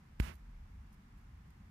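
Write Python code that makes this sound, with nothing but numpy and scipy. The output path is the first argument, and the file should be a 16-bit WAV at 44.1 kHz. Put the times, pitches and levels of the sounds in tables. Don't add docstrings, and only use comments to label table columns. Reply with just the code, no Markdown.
import sys
import numpy as np
from scipy import signal
from scipy.io import wavfile

SR = 44100
rng = np.random.default_rng(int(sys.argv[2]) if len(sys.argv) > 2 else 0)


def pcm_store(signal):
    levels = np.round(np.clip(np.atleast_2d(signal), -1, 1) * 32767)
    wavfile.write(sys.argv[1], SR, levels.astype(np.int16).T)


N = 74970
T = np.arange(N) / SR


def from_db(db):
    return 10 ** (np.asarray(db) / 20)


def at_hz(points, hz):
    freqs, values = np.transpose(points)
    return np.interp(np.log(hz), np.log(freqs), values)


def noise_bands(spectrum):
    edges = 18 * 2 ** (np.arange(31) / 3)
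    centres = np.sqrt(edges[1:] * edges[:-1])
    white = rng.standard_normal((3, N + SR // 2))
    used = np.flatnonzero((centres > spectrum[0][0] / 1.2) & (centres < spectrum[-1][0] * 1.2))
    bands = []
    for k in used:
        band_pass = signal.butter(2, edges[k:k + 2], "band", fs=SR, output="sos")
        band = signal.sosfilt(band_pass, white[k % len(white)])[-N:]
        bands.append(from_db(at_hz(spectrum, centres[k])) * band)
    return centres[used], np.array(bands) / np.sum(bands, axis=0).std()


def noise(spectrum):
    return noise_bands(spectrum)[1].sum(0)


def envelope(start_s, rise_s, hold_s, fall_s):
    return np.interp(T, start_s + np.cumsum([0, rise_s, hold_s, fall_s]), [0, 1, 1, 0])


def pulse(peak_s, width_s):
    return np.exp(-.5 * ((T - peak_s) / width_s) ** 2)


def ring(blow, hz, fade_s):
    decay, step = from_db(-60 / (fade_s * SR)), 2 * np.pi * hz / SR
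    return signal.lfilter([0, np.sin(step)], [1, -2 * decay * np.cos(step), decay ** 2], blow + 1e-18)


def from_right(left, right, lag_s=.00059):
    return np.array([np.interp(T - lag_s, T, left), right])


def hiss(level_db=-70):
    # f/Hz, relative level/dB
    spectrum = [(250, 2), (450, -2), (620, -6), (900, 3.5), (1250, 0), (2000, -2), (2600, -7), (3400, -12),
                (4300, -14.5), (5400, -14), (9000, -21), (13000, -22.5), (15500, -22.5)]
    # f/Hz, left minus right/dB
    balance = [(300, -3.5), (700, 2), (1300, -4.5), (2400, 0.5), (4400, 0), (15000, -1)]
    ears = []
    for side in (1, -1):
        centres, bands = noise_bands(spectrum)
        ears.append(from_db(level_db + side * at_hz(balance, centres) / 2) @ bands)
    return np.array(ears)


def traffic(level_db=-62.5, spread_db=-19.5):
    # f/Hz, relative level/dB
    spectrum = [(70, 0), (105, 2.5), (150, 3.5), (220, -0.5), (290, -16), (400, -37), (600, -43)]
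    middle = noise(spectrum)
    spread = from_db(spread_db) * noise(spectrum) * [[1], [-1]]
    return from_db(level_db) * (middle + spread)


def hand_rumble():
    # t/s, level/dB
    loudness = [(0, -62), (.15, -54), (.29, -51), (.45, -64), (.62, -53.5), (.71, -59.5), (.77, -52),
                (.82, -52.5), (.87, -58), (1.09, -58.5), (1.135, -50), (1.2, -60), (1.35, -53),
                (1.47, -61.5), (1.6, -59.5), (1.7, -57.5)]
    # f/Hz, relative level/dB
    spectrum = [(20, -21.5), (36, -4), (48, -4), (63, -3.5), (80, -7.5), (110, -23), (200, -37.5)]
    return from_db(np.interp(T, *np.transpose(loudness))) * noise(spectrum)


def scratches(grain_db=3, grain_s=.00061):
    # t/s, width/s, level/dB, left minus right/dB
    scrapes = [(0.334, 0.013, -67.5, -20), (0.355, 0.0012, -63, -18), (0.37, 0.03, -80, -8),
               (0.93, .004, -71.5, -2.5), (0.945, 0.0057, -75, -4), (1.182, 0.011, -78.5, -5),
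               (1.213, 0.0026, -75.5, -7), (1.479, .002, -77, -8), (1.506, 0.0015, -65.5, -9)]
    # f/Hz, relative level/dB
    spectrum = [(1500, -26), (4000, 1), (7000, 1), (9000, -7), (11000, 10), (13000, 2), (15000, 2)]
    swells = sum(from_db([[db + left_db], [db]]) * pulse(t, width) for t, width, db, left_db in scrapes)
    grain = from_db(grain_db * np.interp(T / grain_s, np.arange(N), rng.standard_normal(N)))
    return swells * grain * [noise(spectrum), noise(spectrum)]


def boom(level_db=-52.5, bandwidth_hz=5.8):
    # t/s, f/Hz
    pitch = [(.25, 77.86), (.36, 72.75), (.44, 39.97), (.66, 34.3)]
    smooth = np.exp(-np.pi * bandwidth_hz / SR)
    drift = signal.lfilter([1], [1, -2 * smooth, smooth ** 2], rng.standard_normal((2, N + SR)))[:, -N:]
    waver = np.unwrap(np.arctan2(*drift))
    phase = 2 * np.pi * np.cumsum(np.interp(T, *np.transpose(pitch))) / SR + waver
    swell = envelope(start_s=.21, rise_s=.043, hold_s=.397, fall_s=.065)
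    return from_db(level_db) * np.sqrt(2) * np.sin(phase) * swell


def brush(level_db=-46.5, hold_s=.063, early_s_per_octave=.011):
    # f/Hz, relative level/dB
    spectrum = [(150, 7.5), (280, 2.5), (480, -7.5), (700, 1), (1100, -1), (1700, -0.5), (2700, -2),
                (3600, -10.5), (6300, -13.5), (7600, -20.5), (8700, -14), (11000, -16), (12500, -22),
                (15000, -16)]
    # f/Hz, left minus right/dB
    left_drop = [(200, -3), (380, -5), (700, -9), (1300, -12), (2400, -18), (4400, -30), (15000, -22)]
    centres, bands = noise_bands(spectrum)
    holds = hold_s - early_s_per_octave * np.clip(np.log2(centres / 2000), 0, 2)
    swells = [envelope(start_s=.2047, rise_s=.026, hold_s=hold, fall_s=.059) for hold in holds]
    bands = from_db(level_db) * bands * swells
    return from_right(from_db(at_hz(left_drop, centres)) @ bands, bands.sum(0))


def bump(hit_s=.2006):
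    # f/Hz, level/dB, time to fade by 60 dB/s
    case_tones = [(1050, -34.5, 0.011), (1600, -28.5, 0.0068), (2130, -49, 0.0059), (5500, -50, 0.013),
                  (7100, -41, .012)]
    contact = pulse(hit_s, width_s=.00004)
    blow = contact / contact.sum()
    thump = -from_db(-21) * ring(blow, hz=55.5, fade_s=.15)
    push_s = hit_s + .00033
    push_right = from_db(-19.5) * pulse(push_s, width_s=.00065)
    push_left = from_db(-22) * pulse(push_s, width_s=.00094)
    tick_cut_hz, snap_hz = 3400, 2270
    high_pass = signal.butter(2, tick_cut_hz, "high", fs=SR, output="sos")
    tick = from_db(-22.5) * signal.sosfilt(high_pass, contact)
    snap = from_db(-20) * pulse(hit_s, width_s=.00029) * np.cos(2 * np.pi * snap_hz * (T - hit_s))
    case = sum(from_db(db) * ring(blow, hz, fade_s) for hz, db, fade_s in case_tones)
    # f/Hz, relative level/dB
    scuff_spectrum = [(1200, 10.5), (2500, 5.5), (4000, 2), (7000, -1), (11000, -3.5), (13500, 1.5)]
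    landing = envelope(start_s=hit_s - .0052, rise_s=.0052, hold_s=.0046, fall_s=.0077)
    scuff = from_db(-43.5) * noise(scuff_spectrum) * landing
    bright = tick + snap + case + scuff
    return from_right(thump + push_left + from_db(-20) * bright, thump + push_right + bright)


def scene():
    return bump() + boom() + brush() + scratches() + hiss() + traffic() + hand_rumble()


def record(dry, cutoff_hz=15250):
    return signal.sosfilt(signal.ellip(10, .1, 70, cutoff_hz, fs=SR, output="sos"), dry)


dry = scene()
out = record(dry)
pcm_store(out)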